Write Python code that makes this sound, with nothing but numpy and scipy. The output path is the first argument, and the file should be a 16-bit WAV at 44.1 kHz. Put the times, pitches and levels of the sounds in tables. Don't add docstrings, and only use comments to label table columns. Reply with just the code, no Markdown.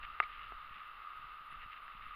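import sys
import numpy as np
from scipy import signal
from scipy.fft import rfft, irfft
from scipy.io import wavfile

SR = 44100
rng = np.random.default_rng(int(sys.argv[2]) if len(sys.argv) > 2 else 0)


def file_out(sig):
    cols = np.atleast_2d(sig).T
    lim = np.clip(cols, -1, 1)
    pcm = np.round(lim * 32767).astype(np.int16)
    wavfile.write(sys.argv[1], SR, pcm)


N = 94815
T = np.arange(N) / SR
HZ = np.fft.rfftfreq(4096, 1 / SR)

# f/Hz, gain/dB
HOUSING = [(60, -48), (250, -33), (420, -32), (700, -28), (900, -21), (1030, -17.5), (1140, -7.5),
           (1230, 1), (1340, -6.5), (1500, -15), (1750, -21), (2080, -17.5), (2430, -22.5), (2680, -14.5),
           (3000, -20.5), (3250, -26), (3700, -28), (4400, -41.5), (4900, -47), (5400, -56.5), (5950, -71),
           (7500, -76.5)]


def amp(db):
    return 10 ** (np.asarray(db) / 20)


def unit(x):
    return x / np.sqrt(np.mean(x ** 2) + 1e-20)


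def colour(points, hz=HZ):
    f, db = np.transpose(points)
    return amp(np.interp(np.log(hz + 1), np.log(f + 1), db))


def level(points):
    return amp(np.interp(T, *np.transpose(points)))


def bell(centre_s, sigma_s):
    return np.exp(-.5 * ((T - centre_s) / sigma_s) ** 2)


def bursts(rows):
    return sum(amp(db) * bell(s, sigma_s) for s, sigma_s, db in rows)


def ring(gain):
    log_gain = np.log(np.maximum(np.r_[gain, gain[-2:0:-1]] / gain.max(), 1e-5))
    return np.fft.ifft(np.exp(np.conj(signal.hilbert(log_gain)))).real


def shaped(x, *tables):
    hz = np.fft.rfftfreq(N, 1 / SR)
    gain = np.prod([colour(table, hz) for table in tables], 0)
    return unit(irfft(rfft(x) * gain, N))


def drift(rate_hz):
    hz = np.fft.rfftfreq(N, 1 / SR)
    lowpass = (hz > 0) / (1 + (hz / rate_hz) ** 4)
    return unit(irfft(rfft(rng.standard_normal(N)) * lowpass, N))


def taps(events, gain):
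    out, sound = np.zeros(N), ring(gain)
    for s, db in events:
        part = out[round(s * SR):][:len(sound)]
        part += amp(db) * sound[:len(part)] / abs(sound).max()
    return out


def wind_and_surf(trim_db=-0.52, flutter_db=0.32):
    envelope = [(0, -50), (.25, -50), (.45, -49.5), (.7, -51), (.95, -50.5), (1.15, -50), (1.4, -51),
                (1.75, -51), (2.15, -51.5)]
    spectrum = [(200, -1), (1200, -0.5), (1800, -0.5), (2800, -4), (5000, 3)]
    air = shaped(rng.standard_normal(N), spectrum, HOUSING)
    return air * level(envelope) * amp(trim_db + flutter_db * drift(rate_hz=8.3))


def sand(grains_per_s=5000, spread_db=6.5):
    slide = [(0, -69), (.2, -62), (.3, -58.5), (.42, -54), (.55, -69), (.76, -57.5), (.98, -70.5),
             (1.25, -65.5), (1.45, -68), (1.62, -66), (1.82, -77.5), (2.04, -58.5), (2.15, -61)]
    scuffs = [(0.032, 0.0032, -48), (.046, 0.0059, -46.5), (1.526, .012, -57.5), (1.631, 0.018, -55.5),
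              (1.729, 0.011, -52), (1.773, 0.011, -57.5), (1.896, 0.0061, -65), (1.926, 0.013, -61),
              (2.025, 0.012, -62)]
    spectrum = [(200, -11.5), (800, -23), (1230, -20.5), (1700, 8.5), (2800, 6), (5000, 1)]
    size = amp(spread_db * np.minimum(rng.exponential(1, N), 4))
    grains = size * rng.choice([-1, 1], N) * (rng.random(N) < grains_per_s / SR)
    return shaped(grains, spectrum, HOUSING) * np.hypot(level(slide), bursts(scuffs))


def buffeting(trim_db=1):
    envelope = [(0, -55), (.12, -58), (.2, -64), (.29, -63.5), (.42, -58), (.53, -56.5), (.6, -64),
                (.75, -59.5), (.82, -68), (.97, -66), (1.08, -76), (1.17, -62), (1.47, -70), (1.54, -56.5),
                (1.67, -61.5), (1.73, -68.5), (1.92, -68), (2.03, -57), (2.15, -64.5)]
    spectrum = [(5, 1), (18, 0), (33, -1), (48, -6), (70, -12.5), (120, -19), (200, -24.5), (350, -38.5),
                (800, -46.5), (2000, -93.5)]
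    return shaped(rng.standard_normal(N), spectrum) * level(envelope) * amp(trim_db)


def electronics(hiss_db=-83, whine_db=-86, whine_hz=15080, interference_hz=10806, spell_s=0.033):
    spectrum = [(4000, -19), (5900, -26.5), (6600, -8.5), (7200, -11.5), (8000, -20.5), (8900, -8.5),
                (9800, -2), (12500, -1), (15000, -4.5)]
    lifts = [(.275, 4.7), (.5, 4.6), (.872, 4), (1.175, 3.5), (1.465, 3.8)]
    spells = [(1.5, -78.5), (1.82, -79), (2.058, -79)]
    lift_db = sum(db * bell(s, sigma_s=.012) for s, db in lifts)
    hiss = amp(hiss_db + lift_db) * shaped(rng.standard_normal(N), spectrum)
    whine = amp(whine_db) * np.sin(2 * np.pi * whine_hz * T)
    gate = sum(amp(db) * np.clip(np.minimum(T - s, s + spell_s - T) / .002, 0, 1) for s, db in spells)
    return hiss + whine + gate * np.sin(2 * np.pi * interference_hz * T)


def grain_ticks():
    hits = [(.0366, -35), (.0501, -53), (1.631, -43), (1.8805, -39)]  # t/s, peak/dB
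    spectrum = [(200, -7.5), (800, 1.5), (1230, -15.5), (1700, 7.5), (2700, -8), (5000, 0)]
    return taps(hits, colour(spectrum) * colour(HOUSING))


def mount_knocks(skirt=1.29):
    modes = [(260, 110, -27), (410, 64, -6.5), (600, 65, -27), (700, 110, -2), (890, 63, -5.5),
             (1231, 102, 4), (1680, 450, -15.5), (2075, 120, -13), (2670, 87, -25.5), (3450, 500, -20),
             (4650, 600, -39)]
    knocks = [(0.2018, -10.5, 4960), (0.2308, -35.5, 820), (0.5215, -35.5, 560), (1.526, -50.5, 690)]  # t/s, peak/dB, cutoff/Hz
    power = sum(amp(db) ** 2 / (1 + (2 * (HZ - hz) / (width_hz * skirt)) ** 2) ** skirt
                for hz, width_hz, db in modes)
    wall = colour([(40, -25), (200, -9), (600, -10), (2750, 17.5), (3050, 1), (4000, -6.5),
                   (4800, -4.5), (5900, -33), (8000, -48.5)])
    body = np.sqrt(power) * wall
    return sum(taps([(s, db)], body / (1 + (HZ / cutoff_hz) ** 2)) for s, db, cutoff_hz in knocks)


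def housing_swells(ring_hz=1230, sigma_s=0.0021):
    swells = [(.219, -37), (0.2444, -45), (.819, -44), (1.074, -42), (1.174, -37.5), (1.53, -44),
              (2.066, -40.5)]
    return sum(amp(db) * bell(s, sigma_s) * np.sin(2 * np.pi * (ring_hz * T + rng.random()))
               for s, db in swells)


def mount_chatter():
    slips = [(.2275, 0.0017, -42), (.231, 0.0011, -46.5), (.2375, 0.0021, -39)]  # t/s, sigma/s, level/dB
    spectrum = [(300, -36.5), (1500, -26), (1800, -17), (2060, 0), (2300, -5), (2600, -26), (3800, -28),
                (4900, -34.5), (5900, -60), (9000, -79)]
    return shaped(rng.standard_normal(N), spectrum) * bursts(slips)


def thumps():
    bumps = [(.708, -56.5), (1.195, -58), (1.243, -59), (1.408, -62), (1.523, -59), (1.66, -57),
             (1.95, -54.5), (2.068, -59.5)]
    spectrum = [(30, -4.5), (90, -1.5), (160, -1.5), (220, -5.5), (330, -17), (800, -50), (2000, -83.5)]  # f/Hz, gain/dB
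    return taps(bumps, colour(spectrum))


def scene():
    bed = wind_and_surf() + sand() + buffeting()
    return (bed + grain_ticks() + mount_knocks() + housing_swells() + mount_chatter() + thumps())[None]


def record(dry, cutoff_hz=15250):
    lowpass = signal.firwin(511, cutoff_hz, window=("kaiser", 9), fs=SR)
    return signal.oaconvolve(dry + electronics(), lowpass[None], "same")


dry = scene()
out = record(dry)
file_out(out)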